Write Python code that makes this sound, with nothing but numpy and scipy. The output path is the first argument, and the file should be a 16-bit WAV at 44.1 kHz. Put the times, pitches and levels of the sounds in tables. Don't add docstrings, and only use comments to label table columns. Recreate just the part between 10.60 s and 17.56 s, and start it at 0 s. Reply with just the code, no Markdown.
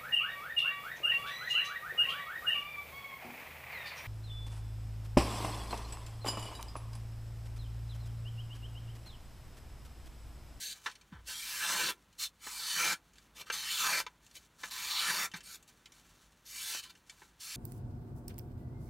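import sys
import numpy as np
from scipy import signal
from scipy.io import wavfile
from scipy.ndimage import uniform_filter1d, map_coordinates

SR = 44100
rng = np.random.default_rng(int(sys.argv[2]) if len(sys.argv) > 2 else 0)


def persist_wave(psi):
    counts = np.round(np.clip(psi, -1, 1) * 32767).astype(np.int16)
    wavfile.write(sys.argv[1], SR, np.atleast_2d(counts).T)


N = 306936
TIME = np.arange(N) / SR
BINS = np.fft.rfftfreq(4096, 1 / SR)


def cutting():
    # start/s, taut/s, end/s, attack/s, first hiss/dB, full hiss/dB, bite/dB,
    # scrape swell/dB, slack rasp over hiss/dB, taut rasp over hiss/dB
    cuts = [ (0.656, 1.01, 1.307, .036, -46.5, -37, 3.5, -0.5, -12.5, -0.5),
            (1.793, 2.157, 2.3335, 0.079, -48, -36.5, 0.5, 2, -9.5, 0.5),
            (2.911, 3.22, 3.407, .025, -45.5, -36.5, 7.5, 5.5, -7, 1),
            (4.095, 4.437, 4.656, 0.025, -44.5, -38, -1.5, 7, -6, 0.5), ]
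    # scrape/dB, rasp/dB, shudder/dB
    grazes = [ (-0.008, 0.046, 0.13, -42, 1.5, 5.5, 1.5, -22, -27.5),
              (1.577, 1.64, 1.667, -35, 11.5, 11.5, 1, -17, -27),
              (2.742, 2.818, 2.814, -50.5, 12, -0.5, 1.5, -0.5, -5),
              (2.85, 2.883, 2.895, -63, 1, 4, 11.5, 6.5, -15),
              (3.742, 3.762, 3.77, -53.5, -14, -2, 0, -25, -17),
              (4.748, 4.773, 4.785, -50.5, 7, 10.5, -2, -5, -14),
              (4.823, 4.96, 4.962, -49.5, 5.5, 4.5, -2.5, -13, -21),
              (5.845, 6.124, 6.198, -39.5, 16.5, 6.5, 1, -11, -27.5),
              (6.215, 6.25, 6.3, -57.5, -8, 15, 7.5, 0.5, -21.5),
              (6.283, 6.313, 6.309, -56.5, 2, 8, 9, -3, -20),
              (6.791, 6.913, 7.05, -44.5, 5.5, -2, 0, -11, -27), ]
    # f/Hz, level/dB
    hiss_eq = [(1100, -44), (1600, -10), (2200, -6), (3000, -22), (4800, 2.5), (6200, 0), (8500, -2),
               (9600, -1.5), (10400, -8.5), (11300, -4), (13500, -7.5), (16000, -12.5)]
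    scrape_eq = [(900, -34), (2000, -16.5), (2800, -7), (3600, 0), (4200, 3.5), (4800, -1.5), (5600, -13),
                 (9000, -23)]
    rasp_eq = [(60, -27.5), (170, -47.5), (270, -15.5), (500, -6), (650, -24), (850, -6.5), (1200, 1),
               (1600, -0.5), (2300, -0.5), (3000, -8), (5000, -2.5), (10000, -20)]
    flex_eq = [(50, -17.5), (120, -10), (175, 1), (260, -8), (350, 1.5), (430, 2), (520, 4), (700, -6),
               (1200, -42.5)]
    strokes = [cut_levels(*row) for row in cuts] + [graze_levels(*row) for row in grazes]
    hiss, scrape, rasp, shudder = amp(np.max(strokes, axis=0))
    grain = amp(0.4 * wander(60) + 0.55 * wander(350))
    fibres = snaps(per_s=6000, spread_db=3.5, smooth=0.4) * grain
    near_edge = snaps(per_s=6000, spread_db=-1.5, smooth=0.24) * grain
    drag = snaps(per_s=4000, spread_db=3.0, smooth=0.74) * grain
    pressure = amp(wander(18))
    cut = (hiss * colour(near_edge, hiss_eq)
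           + scrape * pressure * colour(drag, scrape_eq)
           + rasp * colour(fibres, rasp_eq)
           + shudder * colour(fibres, flex_eq))
    return bending(cut, depth_db=3, spacing_hz=202.2, hold_s=0.07)


def cut_levels(start, taut_at, end, attack, first_db, full_db, bite_db, bind_db, slack_db, taut_db):
    t, length, since_taut = TIME - start, end - start, TIME - taut_at
    build = np.interp(t / length, [0.087, 0.75], [0, 1])
    force = np.sin(np.pi / 2 * build) ** 2
    bite = bite_db * np.exp(-np.maximum(t - attack, 0) / 0.056)
    ease = 2.5 * np.exp(np.minimum(t - length, 0) / 0.013)
    hiss = first_db + (full_db - first_db) * force + bite - ease + gate(t, attack, length)
    taut = step(since_taut / 0.022)
    binding = np.exp(-((since_taut + 0.053) / 0.13) ** 2)
    still = step((0.015 - since_taut) / 0.059)
    scrape = hiss - 1.5 + bind_db * binding - 1.5 * taut
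    rasp = hiss + slack_db + (taut_db - slack_db) * taut
    shudder = hiss - 10 - 17.5 * still + bite
    return [hiss, scrape, rasp, shudder]


def graze_levels(start, crest, end, db, swell_db, fade_db, scrape_db, rasp_db, shudder_db):
    swell = swell_db * np.interp(TIME, [start, crest], [1, 0]) ** 1.68
    fade = fade_db * np.interp(TIME, [crest, end], [0, 1])
    hiss = db - swell - fade + gate(TIME - start, attack=0.022, length=end - start)
    thinness = np.interp(TIME, [start, end], [1, 0])
    body = hiss - 9 * thinness
    return [hiss, hiss + scrape_db - 6 * thinness, body + rasp_db, body + shudder_db]


def snaps(per_s, spread_db, smooth):
    size = amp(spread_db * np.minimum(rng.exponential(1, N), 4))
    clicks = size * rng.choice([-1., 1.], N) * (rng.random(N) < per_s / SR)
    return unit(unit(clicks) + smooth * rng.standard_normal(N))


def bending(x, depth_db, spacing_hz, hold_s):
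    hz, t, flat = signal.stft(x, SR, nperseg=512, noverlap=384)
    shapes = rng.standard_normal((400, 400))
    grid = np.meshgrid(hz / spacing_hz, t / hold_s, indexing="ij")
    resonances = map_coordinates(shapes, grid, order=1, mode="mirror")
    bent = flat * amp(depth_db * unit(resonances))
    before, after = (uniform_filter1d((abs(v) ** 2).sum(0), size=5) for v in (flat, bent))
    bent *= np.sqrt((abs(before) + 1e-16) / (abs(after) + 1e-16))
    return signal.istft(bent, SR, nperseg=512, noverlap=384)[1][:N]


def cracks_and_puff():
    # t/s, level/dB, tilt/(dB per octave), decay/s
    bursts = [(0.2592, -30, 4, 0.013), (0.518, -53.5, -3, 0.052), (1.867, -40, -5.5, 0.007),
              (2.9, -27.5, 2, 0.006), (3.4645, -34, 2.5, 0.0063), (4.0335, -32, 1, 0.0081),
              (4.736, -37.5, 4.5, 0.018), (6.147, -39.5, -2, 0.0081), (6.6172, -49.5, -3.5, 0.0089)]
    # f/Hz, level/dB
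    burst_eq = [(50, -29), (170, -12), (300, -6.5), (470, 1.5), (620, -11), (900, -1.5), (1700, 2),
                (2600, -7), (3800, -3.5), (6000, -13.5), (8000, -25.5), (16000, -43)]
    out = np.zeros(N)
    for s, db, tilt, decay in bursts:
        tone_db = read(burst_eq, BINS) + tilt * np.log2((BINS + 200) / 1500) + 2.8 * ripple(314)
        burst = noise_burst(decay, rise=0.18 * decay)
        add(out, s, amp(db) * signal.fftconvolve(burst, response(tone_db)))
    return out


def ticks(skirt_db=6, ring_db=3.5):
    # t/s, level/dB, centre f/Hz
    creases = [(0.297, -46, 3000), (0.3133, -47.5, 3800), (0.3534, -51, 4070), (0.4116, -56, 3860),
               (1.527, -59.5, 4940), (2.5342, -60, 5000), (2.556, -59, 4500), (2.5818, -53.5, 4000),
               (2.7674, -49.5, 4000), (3.664, -55.5, 4930), (3.7115, -56, 5000), (3.753, -47.5, 4740),
               (4.715, -50, 4440), (4.8056, -48, 4000), (5.026, -55.5, 5800), (5.077, -54, 6040),
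               (5.2569, -47, 4100), (5.32, -53.5, 4900), (5.721, -63.5, 4950), (6.2364, -43, 4860),
               (6.3511, -56, 3900), (6.496, -44, 4270)]
    damping_db = -4 * (BINS / 11000) ** 2
    out = np.zeros(N)
    for s, db, hz in creases:
        fractures = noise_burst(decay=0.0084, rise=0.00039)
        hump_db = np.maximum(-skirt_db * np.log2((BINS + 100) / hz) ** 2, -28)
        ring = response(hump_db + damping_db + ring_db * ripple(326))
        add(out, s, amp(db) * signal.fftconvolve(fractures, ring))
    return out


def noise_burst(decay, rise):
    t = TIME[:4096]
    return rng.standard_normal(len(t)) * (1 - np.exp(-t / rise)) * np.exp(-t / decay)


def ripple(spacing_hz):
    return np.interp(BINS / spacing_hz, np.arange(512), rng.standard_normal(512))


def flops(glide_s=0.026, rise_s=0.0059):
    # t/s, level/dB, first f/Hz, last f/Hz, decay/s
    thuds = [(.519, -38, 202, 147, 0.012), (0.548, -49.5, 91, 55.6, 0.086), (4.739, -38, 189, 158, 0.01)]
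    out, t = np.zeros(N), TIME[:SR // 2]
    for s, db, first_hz, last_hz, decay in thuds:
        hz = last_hz + (first_hz - last_hz) * np.exp(-t / glide_s)
        flutter = 1 + 0.6 * (wander(first_hz) + 1j * wander(first_hz))[:len(t)]
        wave = (flutter * np.exp(2j * np.pi * np.cumsum(hz) / SR)).imag
        add(out, s, amp(db) * (1 - np.exp(-t / rise_s)) * np.exp(-t / decay) * wave)
    return out


def rustle(attack_s=0.034, floor_db=-73.5):
    # t/s, length/s, level/dB, fade/dB
    grips = [(0.13, .095, -57, 4.5), (0.224, 0.12, -48, 17), (2.528, 0.15, -72, -3), (3.602, 0.26, -69, -3),
             (3.969, 0.084, -60.5, -8.5), (4.015, 0.078, -44.5, 8), (4.714, 0.32, -64, 16),
             (5.065, 0.028, -57, 2), (5.313, .36, -63.5, 4), (6.445, 0.25, -65, 1)]
    # f/Hz, level/dB
    crinkle_eq = [(300, -16), (1200, -4), (2500, -7), (4000, 1.5), (7000, -1.5), (10000, -7), (16000, -14)]
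    crinkles = snaps(per_s=900, spread_db=3, smooth=1) * amp(2 * wander(40))
    shifts = [db - fade_db * np.clip((TIME - s) / length, 0, 1) + gate(TIME - s, attack_s, length)
              for s, length, db, fade_db in grips]
    level_db = np.maximum(np.max(shifts, axis=0), floor_db)
    return amp(level_db) * colour(crinkles, crinkle_eq)


def cabin(x, echoes_per_s=4000, predelay_s=0.0015):
    # f/Hz, width/Hz, lift/dB
    modes = [(875, 61, 7), (1000, 51, 9), (1110, 100, 2.5), (1359, 30, 5.5), (1549, 102, 9), (1705, 47, 8),
             (1700, 90, 0), (2172, 210, 6.5), (2270, 33, -9.5), (2201, 49, -5), (2384, 116, 4),
             (2640, 64, -2.5), (2692, 55, 9.5), (3024, 230, 3), (3420, 130, -2), (3560, 110, 0.5),
             (4004, 59, -9), (4000, 38, 1), (4944, 610, -5), (5100, 100, -1.5), (6200, 110, 4),
             (6640, 72, -0.5), (7990, 59, -2)]
    # f/Hz, t60/s
    decays = [(150, 0.55), (530, 0.12), (1400, 0.06), (3700, 0.043), (9700, 0.017)]
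    lift_db = sum(db / (1 + (2 * (BINS - hz) / width) ** 2) for hz, width, db in modes)
    count = SR // 4
    echoes = rng.choice([-1., 1.], count) * (rng.random(count) < echoes_per_s / SR)
    echoes *= TIME[:count] > predelay_s
    hz, t, bands = signal.stft(echoes, SR, nperseg=128)
    bands *= amp(-60 * t / read(decays, hz)[:, None])
    tail = signal.istft(bands, SR, nperseg=128)[1]
    tail *= amp(-6) / np.linalg.norm(tail)
    tail = signal.lfilter(*signal.butter(1, 2500, "high", fs=SR), tail)
    tail[0] += 1
    room = signal.fftconvolve(tail / np.linalg.norm(tail), response(lift_db))
    return signal.oaconvolve(x, room)[:N]


def air():
    # f/Hz, level/dB
    air_eq = [(12, -60), (20, 10), (107, -4), (172, -3), (542, -14.5), (678, -15), (1000, -12.5),
              (1190, -12.5), (1860, -14.5), (2140, -17.5), (2910, -19), (3530, -19.5), (5080, -29),
              (6010, -31.5), (16000, -31)]
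    wash = colour(rng.standard_normal(N), air_eq) * amp(0.68 * wander(3.4))
    phase = 2 * np.pi * 51 * TIME + 2.0 * wander(6.6)
    rumble = unit(np.sin(phase) * amp(2.5 * wander(18)))
    low_cut = signal.butter(4, 36, "high", fs=SR, output="sos")
    return signal.sosfilt(low_cut, amp(-67.5) * wash + amp(-74.5) * rumble)


def gate(t, attack, length, depth_db=26, release_s=0.036):
    return -depth_db * (np.maximum(1 - t / attack, 0) ** 2 + np.maximum(t - length, 0) / release_s)


def step(x):
    return 0.5 + 0.5 * np.tanh(x)


def wander(rate_hz):
    knots = rng.standard_normal(N // 20)
    return np.interp(TIME * rate_hz, np.arange(len(knots)), knots) * np.sqrt(3 / 2)


def colour(x, eq):
    return unit(signal.oaconvolve(x, response(read(eq, BINS)))[:len(x)])


def response(curve_db):
    log_gain = np.log(amp(np.r_[curve_db, curve_db[-2:0:-1]]))
    minimum_phase = np.exp(np.conj(signal.hilbert(log_gain)))
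    taps = np.fft.ifft(minimum_phase).real[:len(BINS)]
    return taps / np.linalg.norm(taps)


def read(points, hz):
    f, value = np.transpose(points)
    return np.interp(np.log(hz + 1), np.log(f + 1), value)


def add(mix, s, sound):
    part = mix[max(round(s * SR), 0):][:len(sound)]
    part += sound[:len(part)]


def amp(db):
    return 10 ** (np.asarray(db) / 20)


def unit(x):
    return x / np.sqrt(np.mean(x ** 2) + 1e-20)


def scene():
    mono = cabin(cutting() + cracks_and_puff() + ticks() + rustle()) + flops() + air()
    return np.array([mono, mono])


def record(dry, cutoff_hz=15900):
    low_pass = signal.firwin(511, cutoff_hz, window=("kaiser", 9), fs=SR)
    return signal.oaconvolve(dry, low_pass[None], "same")


dry = scene()
out = record(dry)
persist_wave(out)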